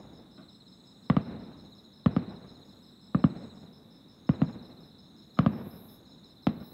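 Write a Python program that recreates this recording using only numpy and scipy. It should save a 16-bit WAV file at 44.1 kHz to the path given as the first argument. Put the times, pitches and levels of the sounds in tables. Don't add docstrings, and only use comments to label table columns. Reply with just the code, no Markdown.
import sys
import numpy as np
from scipy import signal
from scipy.fft import rfft, irfft, next_fast_len
from scipy.io import wavfile
from scipy.ndimage import uniform_filter1d

SR = 44100
rng = np.random.default_rng(int(sys.argv[2]) if len(sys.argv) > 2 else 0)


def pcm_store(signal):
    levels = np.round(np.clip(np.atleast_2d(signal), -1, 1) * 32767)
    wavfile.write(sys.argv[1], SR, levels.astype(np.int16).T)


N = 296793
T = np.arange(N) / SR
SIZE = 2 * next_fast_len(N // 2 + 1)
HZ = np.fft.rfftfreq(SIZE, 1 / SR)


def gain_of(db):
    return 10 ** (np.asarray(db) / 20)


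def evened(x):
    return x / np.sqrt(np.mean(x ** 2) + 1e-30)


def read(points, hz):
    f, value = np.transpose(points)
    return np.interp(np.log(hz + 1), np.log(f + 1), value)


def add(mix, start_s, sound):
    at = round(start_s * SR)
    sound = sound[max(-at, 0):]
    part = mix[max(at, 0):][:len(sound)]
    part += sound[:len(part)]


def noise(db):
    spectrum = rfft(rng.standard_normal(SIZE)) * gain_of(db)
    return evened(irfft(spectrum, SIZE)[:N])


def ring(hz, width_hz):
    return noise(-20 * np.log10(1 + ((HZ - hz) / width_hz) ** 2))


def wander(hz):
    return noise(-40 * np.log10(1 + (HZ / hz) ** 2))


def scatter(decay_s, start_s, per_s=4000, size=6000):
    t = np.arange(size) / SR
    taps = rng.choice([-1., 1.], size) * (rng.random(size) < per_s / SR)
    taps *= np.exp(-t / decay_s) * np.clip(t / start_s - 1, 0, 1)
    return taps / np.linalg.norm(taps)


# [dB per Hz, relative]
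AIR_SHAPE = [(15, -50.5), (30, -23.5), (60, -11.5), (120, -7), (210, 0.5), (300, -6.5), (400, -14),
             (600, -19), (1200, -24.5), (2500, -35.5), (5000, -40.5), (9500, -43), (14000, -46.5),
             (15600, -41)]
AIR_DB = -56


def night_air():
    return gain_of(AIR_DB + .5 * wander(4)) * noise(read(AIR_SHAPE, HZ))


# [dB per Hz, relative]
CHORUS_SHAPE = [(2900, -42), (3300, -17.5), (3600, -2.5), (3950, 1.5), (4200, -10.5), (4500, -22.5),
                (5000, -45)]


def far_chorus():
    return gain_of(-66.0 + 1.4 * wander(40)) * noise(read(CHORUS_SHAPE, HZ))


# start_s [s], end_s [s]
LISP_CALLS = [(.2, 1.2), (2.58, 3.7)]
LISP_DB, LISP_REST_DB = -82, -93.5
LISP_RISE_S, LISP_FALL_S = .32, .12


def lisping_insect():
    calls = np.zeros(N)
    for start_s, end_s in LISP_CALLS:
        rise, fall = (T - start_s) / LISP_RISE_S, (end_s - T) / LISP_FALL_S
        calls += np.clip(np.minimum(rise, fall), 0, 1)
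    return (gain_of(LISP_REST_DB) + gain_of(LISP_DB) * calls) * ring(7830, 300)


TRILL_FIRST_S, TRILL_EVERY_S, TRILL_LENGTH_S = -.255, .873, .455


def trilling_cricket():
    since = (T - TRILL_FIRST_S) % TRILL_EVERY_S
    gate = np.clip(np.minimum(since, TRILL_LENGTH_S - since) / .025, 0, 1)
    swell = gate * np.minimum(.5 + 2 * since, 1)
    stroke_hz = 100 + 4 * wander(5)
    beat = 1 + .7 * np.sin(2 * np.pi * np.cumsum(stroke_hz) / SR)
    whistle_hz = np.interp(since, [.15, .28], [6590, 6720])
    whistle = np.exp(2j * np.pi * np.cumsum(whistle_hz) / SR)
    blurred = (whistle * (wander(130) + 1j * wander(130))).real
    return gain_of(-79) * swell * evened(beat * blurred)


def chirping_cricket():
    first_s, period_s, hold_s = .128, .1797, .068
    age = (T - first_s) % period_s
    rise = np.minimum(age / .0068, 1)
    chirp = rise * np.exp(-np.maximum(age - hold_s, 0) / .043)
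    return gain_of(-68) * chirp * ring(5232, 120)


def strokes(first_s, last_s, step_s, db):
    count = round((last_s - first_s) / step_s) + 1
    return [(s, db) for s in np.linspace(first_s, last_s, count)]


# first_stroke_s [s], last_slow_stroke_s [s], last_quick_stroke_s [s]
CRICKET_PHRASES = [(0.373, 0.73, 1.477), (1.536, 1.854, 2.272), (2.301, 2.624, 3.196),
                   (3.242, 3.505, 3.666), (4.352, 4.841, 5.429), (6.061, 6.498, 6.72)]
SLOW_STEP_S, QUICK_STEP_S, PAUSE_S = .063, .038, .075
SLOW_DB, QUICK_DB = -54.5, -59


def near_cricket():
    out = np.zeros(N)
    t = np.arange(-SR // 40, SR // 40) / SR
    first_half = np.exp(-(t / np.where(t < 0, .009, .006)) ** 2)
    shape = first_half + .7 * np.exp(-((t - .0115) / .005) ** 2)
    for first_s, turn_s, last_s in CRICKET_PHRASES:
        slow = strokes(first_s, turn_s, SLOW_STEP_S, SLOW_DB)
        quick = strokes(turn_s + PAUSE_S, last_s, QUICK_STEP_S, QUICK_DB)
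        for s, db in slow + quick:
            hz = 4030 + 30 * rng.standard_normal() - 21000 * t
            angle = 2 * np.pi * np.cumsum(hz) / SR
            stroke = shape * (np.sin(angle) + gain_of(-26) * np.sin(2 * angle))
            add(out, s + t[0], gain_of(db + 1.0 * rng.standard_normal()) * stroke)
    grass = gain_of(-7) * signal.fftconvolve(out, scatter(decay_s=.018, start_s=.003))[:N]
    return out + grass


# [dB, before the buzz's final trim]
BUZZ_SWELLS = [(1.69, -84.5), (2.72, -83), (3.66, -84), (4.68, -81.5), (5.72, -63), (6.76, -62.5)]
BUZZ_RISE_DB_PER_S, BUZZ_HOLD_S, BUZZ_FALL_DB_PER_S, BUZZ_REST_DB = 48.5, .22, 200, -96


def buzz_level():
    swells = []
    for s, db in BUZZ_SWELLS:
        climb = BUZZ_RISE_DB_PER_S * np.maximum(s - T, 0)
        drop = BUZZ_FALL_DB_PER_S * np.maximum(T - s - BUZZ_HOLD_S, 0)
        swells.append(db - climb - drop)
    return np.maximum(np.max(swells, axis=0), BUZZ_REST_DB)


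# [dB, relative]
SOFT_COLOUR = [(8000, -25.5), (10500, -10.5), (11600, -0.5), (12300, 7), (13300, -9.5), (16000, -20)]
# [dB, relative]
LOUD_COLOUR = [(7300, -34), (8500, -24), (9500, -15.5), (11000, -4), (12700, 1.5), (14000, -3), (15700, -5)]
BUZZ_HZ = 348.3


def high_buzz():
    db = buzz_level()
    effort = np.clip((db + 81) / 12, 0, 1)
    turns = np.cumsum(BUZZ_HZ * (1 + .0003 * wander(4))) / SR
    slow = T[::1024]
    ticks = np.zeros(N)
    for k in np.arange(22, 46):
        flicker = evened(uniform_filter1d(rng.standard_normal(len(slow)), size=20))
        flicker_db = (1.5 + 3.5 * effort) * np.interp(T, slow, flicker)
        ticks += gain_of(flicker_db) * np.cos(2 * np.pi * (k * turns + rng.random()))
    hiss_share = np.interp(db, [-84, -76, -66, -60], [1.3, .8, .8, 1.3])
    spectrum = rfft(evened(ticks) + hiss_share * rng.standard_normal(N), SIZE)
    soft = evened(irfft(spectrum * gain_of(read(SOFT_COLOUR, HZ)))[:N])
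    loud = evened(irfft(spectrum * gain_of(read(LOUD_COLOUR, HZ)))[:N])
    trim_db = -1.0 + 1.2 * wander(30)
    return gain_of(db + trim_db) * (soft + effort * (loud - soft))


# [dB, relative]
ECHO_COLOUR = [(22, -47.5), (60, -9), (120, -6.5), (210, 4), (290, -7.5), (400, -11.5), (600, -17),
               (1200, -24.5), (2500, -35.5), (4000, -47.5), (12000, -85.5)]
# pitch_hz [Hz], t60_s [s]
ECHO_DECAY = [(60, 1.8), (200, 1.22), (600, 1.79), (1500, 1.45), (4000, 1.27)]


def roll(lumps_db, rise_s):
    hz, t, z = signal.stft(rng.standard_normal(2 * SR), SR, nperseg=1024, noverlap=768)
    t60 = read(ECHO_DECAY, hz)[:, None]
    lumps = evened(uniform_filter1d(rng.standard_normal(len(t)), size=5))
    z = z * gain_of(read(ECHO_COLOUR, hz)[:, None] + lumps_db * lumps)
    z = z * np.exp(-np.log(1000) * t / t60)
    tail = signal.istft(z, SR, nperseg=1024, noverlap=768)[1]
    onset = 1 - np.exp(-np.arange(len(tail)) / SR / rise_s)
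    return tail * onset * np.sqrt(10 / SR)


# [dB, relative]
REPORT_COLOUR = [(12, -68.5), (30, -53.5), (57, -19.5), (100, -9), (165, 1), (265, -1.5), (400, -24),
                 (540, -16), (700, -19.5), (900, -28), (1200, -18.5), (1550, -31.5), (3800, -41),
                 (6500, -66.5), (15000, -105)]
# pitch_hz [Hz], delay_ms [ms]
GROUND_LAG = [(40, 15), (100, 11.5), (150, 6.3), (200, 3.4), (300, 1.9), (500, 1.3), (1000, .6),
              (3000, .15), (8000, .02)]
LEAD = 88


def report(crack_db, snap_db, pitch, size=8192):
    hz = np.fft.rfftfreq(size, 1 / SR)
    treble = hz ** 2 / (hz ** 2 + 520 ** 2)
    top = hz ** 4 / (hz ** 4 + 2400 ** 4)
    shifted = hz / pitch ** (1 - treble)
    gain = gain_of(read(REPORT_COLOUR, shifted) + treble * crack_db + top * snap_db)
    causal = -signal.hilbert(np.log(np.r_[gain, gain[-2:0:-1]])).imag[:len(hz)]
    late = 2 * np.pi * np.cumsum(read(GROUND_LAG, shifted)) * hz[1] / 1000
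    fray = rfft(scatter(decay_s=.003, start_s=.0002, per_s=12000, size=400), size)
    share = 1.5 * hz / (hz + 1900)
    paths = (1 + share * fray) / np.hypot(1, share)
    pulse = np.roll(irfft(gain * paths * np.exp(1j * (causal - late))), LEAD)
    return pulse * signal.windows.tukey(size, 2 * LEAD / size)


# start_s [s], level_db [dB against a full report], crack_db [dB]
FAR_POPS = [(0.377, -29, 9), (1.511, -30, 7.5), (2.738, -41.5, 7), (3.297, -13, -16), (3.922, -55, 5),
            (4.777, -29, -10), (5.369, -28, 11.5)]
REPORT_DB = 31.5


def far_pops():
    out = np.zeros(N)
    for s, db, crack_db in FAR_POPS:
        direct = report(crack_db, snap_db=-3.5, pitch=1.146)
        pop = signal.fftconvolve(direct, scatter(decay_s=.056, start_s=.00079))
        add(out, s - LEAD / SR, gain_of(REPORT_DB + db) * pop)
    return out


# start_s [s], level_db [dB against a full report], crack_db [dB on the treble],
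# snap_db [dB on the top treble], thump_pitch [factor], echo_db [dB against the usual roll]
SHELL_BURSTS = [(-.52, 0, 0, 0, 1, 5.5), (-.44, 0, 0, 0, 1, 6.5), (1.0995, 1, 3.5, -1, 0.95, 2),
                (1.1666, 1, -2, -1.5, 0.99, 1), (2.0602, 2.5, -3.5, 0, 0.913, 2.5),
                (2.1644, -1, -3.5, 0, 1.03, -3), (3.1467, -1, 0.5, -12.5, 1.01, -4),
                (3.2406, 4, -5, -7, 1.02, 1), (4.2918, 2.5, -5.5, -4.5, 0.98, 1),
                (4.4177, 1.5, -6, -2.5, 1.01, -4.5), (5.3894, 1.5, 2.5, 2, 0.96, 2.5),
                (5.4621, 2, -1.5, -1.5, 0.97, 0.5), (6.4689, -0.5, 1, 5, 1.045, -1)]
ECHO_DB = 19


def fireworks():
    out = np.zeros(N)
    for s, db, crack_db, snap_db, pitch, echo_db in SHELL_BURSTS:
        level, start_s = gain_of(REPORT_DB + db), s - LEAD / SR
        add(out, start_s, level * report(crack_db, snap_db, pitch))
        dulled = level * report(crack_db - 3.5, snap_db, pitch)
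        near = signal.fftconvolve(dulled, scatter(decay_s=.015, start_s=.0067))
        add(out, start_s, gain_of(-12) * near)
        add(out, s, gain_of(ECHO_DB + echo_db) * roll(lumps_db=2.5, rise_s=.0018))
    return out


def scene():
    insects = far_chorus() + lisping_insect() + trilling_cricket() + chirping_cricket()
    insects = insects + near_cricket() + high_buzz()
    return (night_air() + insects + far_pops() + fireworks())[None]


def record(dry):
    lean = signal.sosfilt(signal.butter(1, 25, "highpass", fs=SR, output="sos"), dry)
    band = signal.firwin(511, 15800, window=("kaiser", 9), fs=SR)
    return signal.oaconvolve(lean, band[None], "same")


dry = scene()
out = record(dry)
pcm_store(out)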